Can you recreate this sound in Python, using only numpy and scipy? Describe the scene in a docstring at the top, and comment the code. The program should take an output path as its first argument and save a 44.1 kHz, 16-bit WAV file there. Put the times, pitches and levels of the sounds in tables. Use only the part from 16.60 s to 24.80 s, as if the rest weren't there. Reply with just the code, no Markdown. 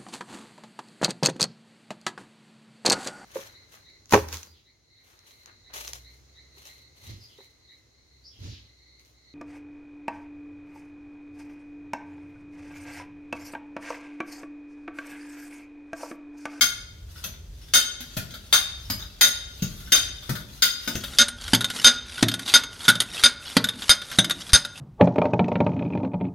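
"""A lab floor, where soil is compacted in a steel mold with a hand rammer, over ventilation noise.
Each cycle the weight scrapes up its guide tube, clanks against the cap, slides down, thuds on the soil
and rattles. About halfway the sound cross-fades between two microphone positions: across the room, wide
and reverberant, then just above the mold, dry and mono. A fast limiter flattens the loudest blows."""
import sys
import numpy as np
from scipy import signal
from scipy.fft import rfft, irfft, next_fast_len
from scipy.io import wavfile
from scipy.ndimage import uniform_filter1d, minimum_filter1d, map_coordinates

SR = 44100
rng = np.random.default_rng(int(sys.argv[2]) if len(sys.argv) > 2 else 0)


def wrap_up_sound(samples):
    """Save the sound to the file named by the first command line argument, as 16-bit audio."""
    columns = np.atleast_2d(samples).T
    # keep every value between -1 and 1, then stretch to whole-number steps
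    tamed = np.clip(columns, -1, 1)
    steps = np.round(tamed * 32767).astype(np.int16)
    wavfile.write(sys.argv[1], SR, steps)


N = 361619
T = np.arange(N) / SR
AGE = np.arange(SR // 3) / SR  # time since a blow [s]

# the weight hits the cap: (time [s], level [dB], chatter length [s], bump of the tube on the soil [dB],
# boost of the high overtone [dB], upstroke length [s], upstroke scrape [dB])
CAP_HITS = [(0.01, -9, 0.012, -54, 2, 0.11, -64), (1.137, -6, 0.015, -58, 4, 0.2, -57),
            (1.927, -7, 0.014, -46, -2, 0.35, -56.5), (2.61, -7.5, 0.024, -53, 4.5, .2, -57.5),
            (3.32, -6.5, 0.013, -44, 0, 0.29, -50), (4.022, -7.5, 0.0055, -50, 0, 0.16, -50),
            (4.586, -7.5, 0.035, -48, 0, 0.193, -40), (5.245, -1, 0.029, -19.5, 3.5, .14, -32.5),
            (5.939, -5, 0.024, -40, 5, 0.084, -29.5), (6.637, -7, 0.027, -25, 6.5, 0.11, -31.5),
            (7.294, -7, 0.023, -18, 13.5, 0.12, -36), (7.933, -6, 0.025, -3.5, 15, .18, -39)]
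# the weight lands: (time [s], level [dB], relative knock [dB], thump pitch [Hz], relative ring [dB])
SOIL_HITS = [(0.6388, -16.5, -15, 152, -7), (1.5669, -11.5, -12.5, 135, -14),
             (2.2995, -10.5, -17, 138, -6.5), (3.021, -14, -7, 139.7, -13), (3.692, -12, -6.5, 151, -20),
             (4.2752, -13, -12, 245, -8), (4.353, -11.5, -11.5, 125, -14), (4.9331, 1.5, -15.5, 251, -6.5),
             (5.6262, 2, -13.5, 263, -16), (6.2808, 0, -16, 236, -0.5), (6.967, 1.5, -16, 262, -9),
             (7.5861, 1.5, -15, 270, -3.5)]
# modes of weight and tube: (frequency [Hz], relative level [dB], t60 before added damping [s])
STEEL_MODES = [(242.2, -21, 0.21), (577, -24, 0.23), (895, -27, 0.15), (1434.5, -2.5, 0.15),
               (1486, -9.5, 0.15), (1620, -13, 0.12), (2142, -2, 0.045), (3154, 3, 0.058),
               (3420, -22, 0.13), (3675, 1.5, 0.12), (3621, 2, 0.09), (4230, -18, 0.13), (4490, -1, 0.048),
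               (4874, 1, 0.07), (4928, -6.5, 0.15), (5980, -18.5, 0.15), (6350, -0.5, 0.13),
               (7880, -12, 0.061), (9080, -5, 0.083), (9880, -3, 0.069), (11590, -1, 0.063),
               (11700, -3, 0.046), (14600, -7, .08), (15200, -26, .1)]
# noise of steel hitting steel: (frequency [Hz], relative density [dB])
CLATTER_SPECTRUM = [(100, -13.5), (500, -9), (1000, -8.5), (1500, 5.5), (2600, -2), (3600, 4.5),
                    (5000, -1.5), (7500, -6), (10000, -7.5), (15500, -3)]
# noise of crushed soil and sand: (frequency [Hz], relative density [dB])
GRIT_SPECTRUM = [(100, -8), (500, 2), (900, -3.5), (1500, 4), (4000, -0.5), (8000, -7), (15500, -1)]

CROSSFADE_START_S, CROSSFADE_LENGTH_S = 4.205, 0.42  # from the distant view to the close one


def clanks():
    """The weight chatters against the cap, feeding the steel's modes, and then lets them ring."""
    out = np.zeros(N)
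    for s, db, chatter_s, bump_db, overtone_db, *_ in CAP_HITS:
        since_chatter = np.maximum(AGE - chatter_s, 0)
        tone = ring(STEEL_MODES, scatter_db=2.24, blur=0.0063, detune=0.0011)
        tone /= fade(np.minimum(AGE, chatter_s), 0.11)  # chatter works against the decay
        tone *= fade(since_chatter, 0.16)  # the hand damps the tube
        clatter = noise(CLATTER_SPECTRUM, len(AGE))
        clatter *= amp(-11) * fade(since_chatter, 0.11) + amp(5) * fade(AGE, 0.0057)
        # one overtone depends on where the weight seats; the upper mids are stronger above the tube
        presence_db = 4 * np.interp(s, T, close_share())
        colour = lambda hz: amp(overtone_db * bell(hz, 9200, 0.04) + presence_db * bell(hz, 4480, 0.41))
        add(out, s, amp(db) * filtered(tone + clatter, colour) + amp(bump_db) * thump(67, t60=0.047))
        graze = noise(CLATTER_SPECTRUM, 260) * np.linspace(0, 1, 260) ** 2
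        add(out, s - len(graze) / SR, amp(db - 32) * graze)  # it grazes the cap just before it seats
    return out


def landings():
    """Soil crunches and gives under the weight; the mold knocks and the steel rings briefly."""
    # the mold on its base: (frequency [Hz], relative level [dB], t60 [s])
    mold_modes = [(114.5, -9.5, 0.41), (198, 3, 0.076), (249.5, -6.5, 0.052), (346.7, -13, 0.17),
                  (606, -18, 0.28), (648, -7, 0.043)]
    out = np.zeros(N)
    for s, db, knock_db, hz, ring_db in SOIL_HITS:
        knock = amp(1) * thump(hz, t60=0.049) + amp(-12) * thump(0.738 * hz, t60=0.14)
        knock += amp(-3) * ring(mold_modes, scatter_db=-3, blur=0.048)
        crunch = noise(GRIT_SPECTRUM, len(AGE)) * fade(AGE, 0.042)
        steel = ring(STEEL_MODES, scatter_db=10.5, blur=0.037, detune=0.0152) * fade(AGE, 0.66)
        blow = amp(knock_db + 4.5) * knock + amp(-6.5) * crunch + amp(ring_db) * steel
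        add(out, s, amp(db) * blow * (1 - np.exp(-AGE / 0.0012)))
    return out


def taps():
    """Lighter steel knocks and clicks, damped by the hand; each spot brings out its own band of modes."""
    # rattles, bounces off the cap, the click of a landing: (time [s], level [dB], boosted band [Hz])
    light_knocks = [(1.4037, -23.5, 2100), (1.7389, -26.5, 3600), (2.392, -28.5, 3080), (3.7524, -21, 3650),
                    (4.2757, -16, 1470), (4.4371, -16, 3200), (4.6828, -14.5, 3700), (4.8788, -20, 3620),
                    (4.9472, -4, 3270), (5.0072, -11.5, 3680), (5.0433, -9.5, 3670), (5.1006, -14.5, 3150),
                    (5.6832, -7.5, 3730), (5.7388, -13, 3660), (5.7928, -19, 1450), (6.0352, -17.5, 4170),
                    (6.251, -20, 3580), (6.2883, 0, 1500), (6.2984, -5, 1530), (6.353, -15.5, 3600),
                    (6.4024, -6, 3660), (7.0413, -7.5, 1490), (7.0874, -13, 3550), (7.2208, -21, 3920),
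                    (7.416, -20.5, 1430), (7.5146, -20, 1560), (7.644, -12, 3550), (7.7074, -10, 3723),
                    (8.0486, -17, 4050)]
    # colour of a light knock: (frequency [Hz], gain [dB])
    knock_colour = [(200, 10), (1450, 1), (2200, -1), (3600, 1), (5000, -2), (9000, 0), (15000, 4)]
    out = np.zeros(N)
    for s, db, spot_hz in light_knocks + faint_ticks():
        tick = amp(-6) * noise(CLATTER_SPECTRUM, len(AGE)) * fade(AGE, 0.053)
        steel = amp(-4.5) * ring(STEEL_MODES, scatter_db=5.5, blur=0.019, detune=0.01) * fade(AGE, 0.17)
        contact = (tick + steel) * (1 - np.exp(-AGE / 0.0009))
        colour = lambda hz: amp(along(knock_colour, hz) + 7 * bell(hz, spot_hz, 0.087) - 1.5)
        db_per_octave = 2.5 + 0.13 * db  # harder is brighter
        add(out, s, amp(db) * filtered(contact, lambda hz: colour(hz) * tilt(hz, db_per_octave)))
    return out


def faint_ticks():
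    """The loose weight brushes the wall in mid-stroke and as it settles: (time [s], level [dB], band [Hz])."""
    # rings that a tick may bring out: (frequency [Hz])
    spots_hz = [1450, 3420, 3830]
    graze_db, settle_db, scatter_db = 8, -21, -6  # against the scrape; against the landing; random spread
    windows = [(s - 0.09, s - 0.03, scrape_db + graze_db) for s, *_, scrape_db in CAP_HITS[1:]]
    windows += [(s - 0.09, s - 0.03, fall_db(s) + graze_db) for s, *_ in SOIL_HITS]
    windows += [(s + 0.085, s + 0.2, db + settle_db) for s, db, *_ in SOIL_HITS]
    return [(rng.uniform(start, end), db + scatter_db * rng.standard_normal(), rng.choice(spots_hz))
            for start, end, db in windows]


def slides():
    """Dusty steel scrapes on steel; sand grains catch and make the tube tick."""
    # sliding friction: (frequency [Hz], relative density [dB])
    scrape_spectrum = [(200, -7.5), (800, -2), (1500, 0), (2600, -1), (3700, 0.5), (5500, -0.5),
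                       (7500, -2.5), (11500, 2), (15500, -5.5)]
    roughness = amp(2.2 * wobble(45) + 1.9 * wobble(440))
    rub = unit(roughness * noise(scrape_spectrum, N))
    ticking = np.zeros(N)
    for _ in range(12):  # each spot on the tube answers with its own colour
        catches = (rng.random(N) < 10 / SR) * rng.uniform(0.3, 1, N)  # about ten a second
        steel = ring(STEEL_MODES, scatter_db=7.5, blur=0.017, detune=0.117) * fade(AGE, 0.077)
        grit = amp(-3) * noise(GRIT_SPECTRUM, len(AGE)) * fade(AGE, 0.0089)
        ticking += signal.oaconvolve(catches, steel + grit)[:N]
    ticking = filtered(ticking, lambda hz: tilt(hz, db_per_octave=-0.5))
    return strokes() * (amp(-3) * rub + amp(-1) * unit(ticking))


def strokes():
    """The scrape follows the weight's speed: pulled up before a clank, falling freely before a landing."""
    slack_s, speed_up_s, fall_s, last_release_s = 0.1, 0.037, 0.17, 8.125
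    out = np.zeros(N)
    for s, *_, lift_s, scrape_db in CAP_HITS:  # the hand takes up the weight, then pulls at a steady speed
        corners = np.array([-slack_s, 0, speed_up_s, lift_s]) + s - lift_s
        out += amp(scrape_db) * np.interp(T, corners, [0, 0.32, 1, 1], right=0)
    for s in [s for s, *_ in SOIL_HITS] + [last_release_s + fall_s]:
        speed = np.interp(T - s, [-fall_s, 0], [0, 1], right=0)
        out += amp(fall_db(s)) * np.sqrt(speed)  # power grows with speed
    return out


def fall_db(s):
    """Scrape level of a fall that ends at time s: louder in the close view."""
    far_db, near_db = -51, -36.5
    return far_db + (near_db - far_db) * np.interp(s, T, close_share())


def ring(modes, scatter_db, blur, detune=0.0057):
    """Decaying modes; grip and contact vary their strength and tuning at each blow and blur their pitch."""
    hz, db, t60 = np.transpose(modes)[:, :, None]
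    gain = amp(db + scatter_db * rng.standard_normal(hz.shape))
    hz = hz * (1 + detune * rng.standard_normal(hz.shape))
    stray = rng.standard_normal((len(hz), len(AGE) // 200 + 1))
    stray = np.repeat(stray, 200, axis=1)[:, :len(AGE)]
    cycles = rng.random(hz.shape) + np.cumsum(hz * (1 + blur * stray), axis=1) / SR
    return np.sum(gain * fade(AGE, t60) * np.sin(2 * np.pi * cycles), axis=0) / np.linalg.norm(gain)


def thump(hz, t60):
    """One heavily damped bounce of a mass on the soil."""
    return np.sin(2 * np.pi * hz * AGE) * fade(AGE, t60)


def room(x, early_db, early_t60):
    """Room reverberation: floor and cabinets answer at once, the walls linger."""
    # the lab's decay: (frequency [Hz], t60 [s])
    reverb_times = [(100, 1), (400, 1), (1500, 0.67), (4000, 0.75), (8000, 0.54), (15000, 0.3)]
    out, step = np.zeros((2, N + 2 * SR)), SR // 3
    for start in range(0, N, step):  # a fresh random tail every third of a second, for an even colour
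        hz, t, spectra = signal.stft(rng.standard_normal((2, SR * 3 // 4)), SR, nperseg=256)
        decay = fade(t, along(reverb_times, hz)[:, None]) + amp(early_db) * fade(t, early_t60)
        tail = signal.istft(spectra * decay, SR, nperseg=256)[1]
        wet = signal.fftconvolve(x[None, start:start + step], tail / np.linalg.norm(tail[0]), axes=1)
        out[:, start:start + wet.shape[1]] += wet
    return diffuse(out[:, :N])


def room_tone():
    """Ventilation noise over a slowly swelling rumble."""
    # ventilation: (frequency [Hz], relative density [dB])
    vent_spectrum = [(20, -26), (50, -4.5), (100, 0), (200, -9), (400, -13.5), (1000, -26), (4000, -28),
                     (15000, -38)]
    # swell of the low room noise: (time [s], level [dB])
    rumble_levels = [(0, -45), (1.5, -45), (1.9, -40.5), (2.4, -41.5), (2.8, -43), (4, -47), (6, -54),
                     (8.2, -62)]
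    vent = amp(-54) * diffuse(np.array([noise(vent_spectrum, N), noise(vent_spectrum, N)]))
    rumble = noise([(15, -34), (27, -32), (38, -4.5), (55, -3), (90, -8.5), (160, -22), (400, -58)], N)
    swell_db = np.interp(T, *np.transpose(rumble_levels)) + 3.3 * wobble(5.29)
    return vent + rumble * amp(swell_db)


def diffuse(pair):
    """Two unrelated signals as a diffuse field at the microphone: left and right alike in the bass only."""
    # likeness of left and right: (frequency [Hz], correlation [0..1])
    likeness = [(100, 0.82), (300, 0.89), (700, 0.31), (1500, 0.15), (10000, 0.079)]
    angle = lambda hz: np.arccos(np.clip(along(likeness, hz), -1, 1)) / 2
    mid, side = filtered(pair, lambda hz: np.array([np.cos(angle(hz)), np.sin(angle(hz))]))
    return np.array([mid + side, mid - side])


def close_share():
    """Share of the close view in the cross-fade, per sample, from 0 to 1."""
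    return np.clip((T - CROSSFADE_START_S) / CROSSFADE_LENGTH_S, 0, 1)


def amp(db):
    """Decibels to gain."""
    return 10 ** (np.asarray(db) / 20)


def unit(x):
    """Scale to rms 1."""
    return x / np.sqrt(np.mean(x ** 2) + 1e-20)


def along(points, hz):
    """Join (frequency [Hz], value) points on a log axis."""
    knots_hz, values = np.transpose(points)
    return np.interp(np.log(hz + 1), np.log(knots_hz + 1), values)


def fade(t, t60):
    """Exponential decay, 60 dB in t60 seconds."""
    return amp(-60 * t / np.maximum(t60, 1e-3))


def tilt(hz, db_per_octave):
    """A gain slope through 4 kHz, flat below 500 Hz."""
    return amp(db_per_octave * np.log2(np.maximum(hz, 500) / 4000))


def bell(hz, centre_hz, octaves):
    """A resonance-shaped hump of height 1 on a log axis."""
    return 1 / (1 + (np.log2((hz + 1) / centre_hz) / octaves) ** 2)


def filtered(x, response):
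    """Filter x by a gain that is a function of frequency."""
    size = x.shape[-1]
    padded = next_fast_len(size + 4096)
    return irfft(rfft(x, padded) * response(np.fft.rfftfreq(padded, 1 / SR)), padded)[..., :size]


def noise(spectrum, size):
    """Noise of rms 1, coloured by (frequency [Hz], level [dB]) points."""
    return unit(filtered(rng.standard_normal(size), lambda hz: amp(along(spectrum, hz))))


def wobble(rate):
    """A smooth random curve, rate knots a second."""
    return map_coordinates(rng.standard_normal(int(N * rate / SR) + 4), [T * rate])


def add(track, s, sound):
    """Mix a sound in at time s."""
    start = max(0, round(s * SR))
    track[start:start + len(sound)] += sound[:max(0, N - start)]


def scene():
    """The rammer from across the room, wide and reverberant, cross-fades to a dry mono view at the mold."""
    # colour across the room: (frequency [Hz], gain [dB])
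    far_colour = [(100, -2), (3500, 1.5), (6400, 6), (8000, 0.5), (14000, 2), (15400, 0.5), (16100, -7)]
    # colour just above the mold: (frequency [Hz], gain [dB])
    close_colour = [(100, 0.5), (1500, 0), (9000, -0.5), (11900, -7), (12700, -26), (13500, -42),
                    (16000, -60.5)]
    # reverberation that reaches the close position: (frequency [Hz], gain [dB])
    close_echo = [(60, -32), (150, -4), (400, -8), (1000, -8.5), (4000, -15.5), (10000, -17)]
    rammer = clanks() + landings() + taps() + slides()
    echo = room(rammer, early_db=10, early_t60=0.18)
    ambience = room_tone()
    direct = np.array([rammer, np.roll(rammer, 2)])  # the microphone's left side is nearer
    far = (amp(-8) * direct + amp(-1) * echo) * amp([[1.4], [-1.4]]) + ambience
    far = filtered(far, lambda hz: amp(along(far_colour, hz)))
    boom = filtered(echo[0], lambda hz: amp(along(close_echo, hz)))
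    close = filtered(rammer + boom + ambience[0], lambda hz: amp(along(close_colour, hz)))
    share = close_share()
    return (1 - share) * far + share * close


def record(dry):
    """A fast look-ahead limiter holds the peaks; nothing is kept above the band limit."""
    far_ceiling_db, near_ceiling_db, top_hz = -3, -0.3, 16100
    ceiling = amp(far_ceiling_db + (near_ceiling_db - far_ceiling_db) * close_share())
    needed_gain = np.minimum(1, ceiling / (np.abs(dry).max(axis=0) + 1e-9))
    gain = uniform_filter1d(minimum_filter1d(needed_gain, size=64), size=64)
    return filtered(dry * gain, lambda hz: hz < top_hz)


dry = scene()
out = record(dry)
wrap_up_sound(out)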